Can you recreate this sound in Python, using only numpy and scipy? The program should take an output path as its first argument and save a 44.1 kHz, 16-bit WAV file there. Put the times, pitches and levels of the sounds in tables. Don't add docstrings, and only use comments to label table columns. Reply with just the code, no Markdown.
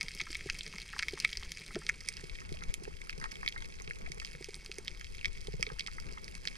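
import sys
import numpy as np
from scipy import signal
from scipy.fft import rfft, irfft, next_fast_len
from scipy.io import wavfile

SR = 44100
rng = np.random.default_rng(int(sys.argv[2]) if len(sys.argv) > 2 else 0)


def file_out(sig):
    cols = np.atleast_2d(sig).T
    lim = np.clip(cols, -1, 1)
    pcm = np.round(lim * 32767).astype(np.int16)
    wavfile.write(sys.argv[1], SR, pcm)


N = 289737

# t/s, level/dB, tilt/(dB per octave), presence near 3.7 kHz/dB
NEAR_SNAPS = [(0.0102, -27, -2.5, -2.5), (0.0165, -31, -7, -4), (0.0295, -40, 7.5, -4.5),
              (0.083, -34.5, -9, 7), (0.2024, -31, -5, -3), (0.2136, -32.5, -0.5, 6), (0.329, -38.5, 0, 0),
              (0.3526, -35, -9.5, 12), (0.4989, -25.5, -1.5, -1), (0.1984, -35.5, -10, 6),
              (0.408, -34, -13, -3), (0.587, -49.5, 11.5, -8), (0.6082, -46.5, -10, 23),
              (0.664, -36.5, -3.5, 2), (0.783, -35.5, -3.5, 3), (0.991, -33, 3, 1), (0.9943, -24, -6, -2.5),
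              (1.0251, -23, -5.5, -6), (1.0305, -23, -5, -13), (1.0837, -32.5, -5.5, 4),
              (1.2006, -39.5, 10.5, -4), (1.2451, -32, -6, -11), (1.2481, -18.5, -8.5, -4),
              (1.3297, -41.5, -11.5, 23.5), (1.3717, -35, 2.5, -6), (1.5184, -32.5, 5.5, -9.5),
              (1.572, -33, -1.5, -12), (1.7463, -41.5, 2, 2.5), (1.756, -35, -3, -2),
              (1.8656, -35, 1.5, -0.5), (1.8911, -20, -3.5, -17), (1.8953, -18, -6.5, -21),
              (2.087, -33, 6.5, -6.5), (2.1685, -45, 3, 5), (2.296, -45, 1.5, 2), (2.5253, -46, 5, -2),
              (2.6365, -42.5, 1, -2), (2.7402, -35.5, 8.5, -4.5), (3.095, -30, -4.5, -14),
              (3.1044, -52, 5.5, -14), (3.2403, -45, 5.5, -1), (3.3162, -40, -0.5, -10),
              (3.4313, -49, 1, -7), (3.462, -38, -6, 2), (3.5236, -43.5, 0, 3), (3.477, -31, -10, 15),
              (3.4868, -42.5, 5.5, 4), (3.8758, -41.5, -9, 10), (3.9089, -35, -15, -10),
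              (4.0614, -39, -15, -17), (4.0667, -41, -9, -14), (4.1188, -43, 5, -7),
              (4.1992, -40.5, 2.5, -0.5), (4.248, -38.5, 0.5, 3), (4.3502, -39, -12, 2.5),
              (4.425, -43, 1, -5), (4.4436, -42.5, 7, -6.5), (4.543, -47.5, 6, 5),
              (4.6608, -43.5, 5.5, 2.5), (4.715, -36, -0.5, -0.5), (4.7839, -46.5, 10.5, -13),
              (4.874, -45, -6, 10), (4.8798, -37, -4, 11.5), (5.011, -38, -3.5, -6),
              (5.0441, -44.5, 2, 2.5), (5.2454, -30.5, -11, 6), (5.2557, -32, -2, 8), (5.4707, -47, 7.5, 2),
              (5.627, -23.5, -3.5, -6.5), (5.6661, -38, -4.5, 3), (5.7947, -40.5, 2, 13.5),
              (5.8065, -42.5, 0.5, 15.5), (5.8633, -41.5, -0.5, 9), (5.8731, -38.5, -0.2, 4.5),
              (6.2435, -52, 9.5, -12), (6.2798, -40, -3, -2), (6.3515, -40, 3, -6),
              (6.4528, -36.5, 1.8, -14), (6.4735, -33.5, -1.5, 12.5), (6.483, -38, -0.5, 2)]
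# f/Hz, bandwidth/Hz, level/dB
HOUSING_MODES = [(1310, 65, -9.5), (1782, 258, -5.5), (2200, 261, 3), (2555, 276, -1.5), (3233, 220, -4),
                 (4040, 526, -8.5), (4940, 590, -4), (6210, 630, -12), (7180, 320, -16.5), (8790, 760, -17),
                 (10060, 3200, -27.5)]
# t/s, level/dB
COLONY_LEVEL = [(0, -50.5), (0.86, -52), (1.25, -49.5), (1.74, -54), (2.05, -54.5), (2.8, -61),
                (3.45, -56.5), (3.8, -60.5), (4.48, -56.5), (4.85, -58.5), (5.6, -57), (6.05, -58.5),
                (6.28, -57.5), (6.57, -57)]
# t/s, level/dB
NEAR_POPS = [(0.2057, -40.5), (0.2693, -40.5), (0.4898, -40), (0.737, -44.5), (0.9343, -36), (0.964, -38),
             (0.992, -35), (1.1745, -40.5), (1.4264, -43), (1.7068, -43.5), (1.755, -36.5), (1.8175, -43.5),
             (2.417, -50.5), (2.6214, -44.5), (3.214, -42), (3.226, -44), (3.241, -39), (3.2566, -41.5),
             (3.4301, -41), (3.5616, -41), (3.6212, -46.5), (3.81, -52), (4.0608, -53), (4.219, -45.5),
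             (5.7007, -42.5), (5.8814, -42), (5.983, -42), (6.1747, -43)]
# t/s, level/dB, f/Hz, thud re knock/dB
LOUD_KNOCKS = [(0.2157, -47.5, 362, -3), (0.3008, -45, 325, -12), (0.4582, -36.5, 390, -4.5),
               (1.1321, -33.5, 396, -13), (1.7622, -27.5, 371, -15), (2.2346, -42, 394, -1.5),
               (2.5165, -43, 358, 2.5), (2.8192, -46, 367, -7), (2.8758, -38, 415, -13.1),
               (3.1768, -45, 440, 1.5), (3.8756, -49, 412, 3), (4.0978, -48, 360, 3),
               (4.1713, -47.5, 430, -1), (4.3458, -47.5, 489, 2), (4.4075, -40.5, 386, -8),
               (4.4848, -40.5, 416, -19), (4.6932, -43.5, 397, -21), (4.783, -38, 402, -25),
               (5.4811, -39, 423, -2), (5.5357, -41.5, 424, 5), (5.5935, -41.5, 465, 3),
               (5.669, -43, 450, -21), (5.7139, -42, 437, 1), (6.118, -47.5, 434, -1)]
# t/s, level/dB, starting f/Hz, rise/octaves, duration/s
BUBBLE_NOTES = [(1.743, -37, 167, 0.86, 0.03), (1.755, -43.5, 610, 0.09, 0.021),
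                (1.772, -43.5, 400, 0.11, 0.019), (2.539, -54.5, 597, .1, 0.017),
                (3.567, -44.5, 2096, 0.045, 0.029), (4.071, -54, 680, .1, 0.013)]
# crest t/s, swell/dB, duration/s
WATER_SURGES = [(0.483, 3.5, 0.15), (0.8, 5.5, 0.076), (1.422, 6, 0.15), (2.33, 7.5, 0.049),
                (2.53, 12, .16), (2.693, 17, 0.035), (2.893, 3.5, .1), (3.224, 8, 0.083), (3.623, 7, 0.053),
                (3.885, 6.5, 0.054), (4.045, 5, 0.085), (5.12, 6, 0.073), (5.3, 7.5, 0.25), (5.55, 7.5, .2),
                (6.065, 8.5, 0.15)]
# f/Hz, level/dB
RUMBLE_SPECTRUM = [(12, -4.5), (25, 0.5), (42, -4), (65, -10), (100, -18.5), (160, -33), (300, -83)]
# f/Hz, level/dB
WASH_SPECTRUM = [(60, -27), (110, -5), (155, 3.5), (220, -4.5), (295, -10), (390, -4.5), (480, -8.5),
                 (650, -19.5), (1000, -20.5), (1600, -20), (3000, -62)]
# t/s, width (0 to 1)
STEREO_WIDTH = [(1.8, 0), (1.92, 0.22), (2.4, 0.68), (4.2, 0.83), (4.4, 0.3), (4.65, 0.15), (5.1, 0.62)]
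# f/Hz, level/dB
SIDE_LEVEL = [(60, -2), (170, -4), (280, -14), (420, 7), (800, 13.5), (1300, 10.5), (2200, 5.5), (3200, 1),
              (4200, -0.5), (5200, 2), (9000, 1.5), (15000, 3.5)]
# f/Hz, phase/rad
SIDE_LEAD = [(90, 0), (170, 1.7), (280, 3.0), (420, 2.8), (800, 1.8), (1300, 1.65), (3200, 1.65),
             (4200, 1.9), (5200, 3.1)]


def near_shrimp(gain_db, tilt_db, presence_db):
    times, levels, tilts, presences = np.transpose(NEAR_SNAPS)
    return housing(times, levels + gain_db, tilts + tilt_db, presences + presence_db, scatter_db=3.5)


def housing(times, level_db, tilt_db, presence_db, scatter_db):
    onsets = np.clip(np.round(times * SR).astype(int), 0, N - 1)
    chance_db = scatter_db * rng.standard_normal((len(onsets), len(HOUSING_MODES)))
    out = np.zeros(N)
    for k, (hz, bandwidth, mode_db) in enumerate(HOUSING_MODES):
        presence_band = np.exp(-(np.log2(hz / 3750) / 0.55) ** 2)
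        colour_db = tilt_db * np.log2(max(hz, 1800) / 2200) + presence_db * presence_band
        clicks = np.bincount(onsets, from_db(level_db + mode_db + colour_db + chance_db[:, k]), N)
        radius = np.exp(-np.pi * bandwidth / SR)
        feedforward = np.array([1, 0, -1]) * (1 - radius ** 2) / 2
        feedback = [1, -2 * radius * np.cos(2 * np.pi * hz / SR), radius ** 2]
        out += (-1) ** k * signal.lfilter(feedforward, feedback, clicks + 1e-18)
    return wall(out)


def wall(x):
    x = signal.sosfilt(signal.butter(2, [1150, 11000], "band", fs=SR, output="sos"), x)
    for delay_s in (0.00011, 0.00027):
        feedback = np.r_[1, np.zeros(int(delay_s * SR)), -0.5]
        x = signal.lfilter(feedback[::-1], feedback, x + 1e-18)
    return x


def colony(ticks_db, fizz_db, strays_db, treble_db):
    ticks = from_db(ticks_db) * far_shrimp(per_s=260, spread_db=7.0, tilt_db=1.0, tilt_spread_db=6.0)
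    fizz = from_db(fizz_db) * far_shrimp(per_s=2500, spread_db=-1.0, tilt_db=0.6, tilt_spread_db=9.5)
    strays = from_db(strays_db) * far_shrimp(per_s=18, spread_db=-0.9, tilt_db=2.5, tilt_spread_db=10.0)
    level_db = in_time(COLONY_LEVEL)
    crackle = from_db(level_db) * (ticks + fizz)
    top = shaped(crackle, lambda hz: 1 / (1 + (7000 / (hz + 1)) ** 8))
    top_db = -65.5 + treble_db + 0.68 * (level_db - level_db.mean())
    return strays + crackle + top * (from_db(top_db - level_db) - 1)


def far_shrimp(per_s, spread_db, tilt_db, tilt_spread_db):
    when, reach, brightness, presence = rng.random((int(per_s * N / SR), 4)).T
    tilts = tilt_db + tilt_spread_db * (2 * brightness - 1)
    distance_db = spread_db * np.minimum(-np.log(1 - reach), 2.6)
    level_db = distance_db - 0.6 * tilts
    return rms_one(housing(when * N / SR, level_db, tilts, 8.3 * (2 * presence - 1), scatter_db=4.5))


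def pops(nominal_hz, low_db, t60, lag_s, grit_db):
    near = [(s, level_db, nominal_hz) for s, level_db in NEAR_POPS]
    faint = random_events(per_s=20, ranges=[(-68, -68 + 12.5), (1220, 1620)])   # level/dB, nominal f/Hz
    events = np.vstack([near, faint])
    detune = 2 ** rng.uniform(-0.16, 0.31, (len(events), 3))
    out = np.zeros(N)
    for (s, level_db, hz), (high, middle, low) in zip(events, detune):
        add(out, s - lag_s, from_db(level_db) * ping(hz * high * 1.118, t60, rise_s=0.00088))
        add(out, s, from_db(level_db + low_db) * ping(hz * middle * 0.78, t60, rise_s=0.00092))
        add(out, s + lag_s, from_db(level_db + low_db - 18) * ping(hz * low * 0.527, t60, rise_s=0.0054))
    return out * (1 + from_db(grit_db) * drift(680))


def knocks(gain_db, thud_gain_db, overtone_db, t60, grit_db):
    # level/dB, f/Hz, thud re knock/dB
    faint = random_events(per_s=3, ranges=[(-62, -62 + 9.5), (344, 480), (-8.5, -8.5 + 9.5)])
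    out = np.zeros(N)
    for s, level_db, hz, thud_db in np.vstack([LOUD_KNOCKS, faint]):
        mode = ping(hz, t60, rise_s=0.0048)
        overtone = from_db(overtone_db) * ping(hz * 1.9, t60, rise_s=0.0032)
        thud = from_db(thud_db + thud_gain_db) * ping(hz=147, t60=0.057, rise_s=0.0069)
        add(out, s, from_db(level_db + gain_db) * (mode + overtone + thud))
    return out * (1 + from_db(grit_db) * drift(160))


def bubbles():
    out = np.zeros(N)
    for s, level_db, hz, octaves, duration in BUBBLE_NOTES:
        age = np.linspace(0, 1, int(duration * SR))
        phase = 2 * np.pi * np.cumsum(hz * 2 ** (octaves * age)) / SR
        add(out, s, from_db(level_db) * np.sin(np.pi * age) ** 2 * np.sin(phase))
    return out


def flow(rumble_gain_db, wash_gain_db):
    t = np.arange(N) / SR
    swell_db = sum(db * np.exp(-(2 * (t - s) / duration) ** 2) for s, db, duration in WATER_SURGES)
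    rumble_db = -53 + rumble_gain_db + swell_db
    wash_db = -61.5 + wash_gain_db + 0.13 * swell_db
    rumble = from_db(rumble_db) * turbulence(RUMBLE_SPECTRUM, depth_db=1.5, rate_hz=12.4)
    wash = from_db(wash_db) * turbulence(WASH_SPECTRUM, depth_db=3.0, rate_hz=18.5)
    return rumble + wash


def turbulence(spectrum, depth_db, rate_hz):
    noise = shaped(rng.standard_normal(N), lambda hz: from_db(at_hz(spectrum, hz)))
    return rms_one(noise * from_db(depth_db * drift(rate_hz)))


def reef_scatter(x, wet_db, t60):
    t = np.arange(SR // 10) / SR
    tail = rng.standard_normal(len(t)) * from_db(-60 * t / t60) * (t > 0.001)
    return x + from_db(wet_db) * signal.fftconvolve(x, tail / np.linalg.norm(tail))[:N]


def ping(hz, t60, rise_s):
    t = np.arange(SR // 20) / SR
    envelope = (1 - np.exp(-(t / rise_s) ** 2)) * from_db(-60 * t / t60)
    return envelope / envelope.max() * np.sin(2 * np.pi * hz * t)


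def random_events(per_s, ranges):
    low, high = np.transpose([(0, N / SR), *ranges])
    return rng.uniform(low, high, (int(per_s * N / SR), len(low)))


def drift(rate_hz):
    pole = np.exp(-2 * np.pi * rate_hz / SR)
    noise = rng.standard_normal(N + SR // 2)
    return rms_one(signal.lfilter([1], [1, -2 * pole, pole ** 2], noise)[-N:])


def shaped(x, response):
    size = next_fast_len(N + SR // 2)
    hz = np.arange(size // 2 + 1) * SR / size
    return irfft(rfft(x, size) * response(hz), size)[:N]


def at_hz(table, hz):
    frequencies, values = np.transpose(table)
    return np.interp(np.log(hz + 1e-3), np.log(frequencies), values)


def in_time(table):
    return np.interp(np.arange(N) / SR, *np.transpose(table))


def add(out, s, sound):
    start = int(np.clip(round(s * SR), 0, N - 1))
    out[start:start + len(sound)] += sound[:N - start]


def from_db(db):
    return 10 ** (np.asarray(db) / 20)


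def rms_one(x):
    return x / np.sqrt(np.mean(x ** 2) + 1e-20)


def scene():
    snaps = near_shrimp(gain_db=30.5, tilt_db=1.0, presence_db=3.0)
    crackle = colony(ticks_db=-2.26, fizz_db=-5.0, strays_db=-63, treble_db=14.0)
    dull_pops = pops(nominal_hz=1600, low_db=-2.0, t60=0.01, lag_s=0.00067, grit_db=-23)
    mid = reef_scatter(snaps + crackle, wet_db=-9.5, t60=0.041)
    mid += reef_scatter(dull_pops, wet_db=-0.5, t60=0.05)
    mid += knocks(gain_db=-0.15, thud_gain_db=-1.3, overtone_db=-20, t60=0.023, grit_db=-16.5)
    mid += bubbles()
    mid += flow(rumble_gain_db=2.17, wash_gain_db=1.0)
    side = shaped(mid, lambda hz: from_db(at_hz(SIDE_LEVEL, hz)) * np.exp(1j * at_hz(SIDE_LEAD, hz)))
    side += flow(rumble_gain_db=3.0, wash_gain_db=6.0)
    side *= in_time(STEREO_WIDTH)
    return np.array([mid + side, mid - side])


def record(dry):
    return signal.sosfilt(signal.ellip(10, 0.2, 80, 16000, fs=SR, output="sos"), dry)


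dry = scene()
out = record(dry)
file_out(out)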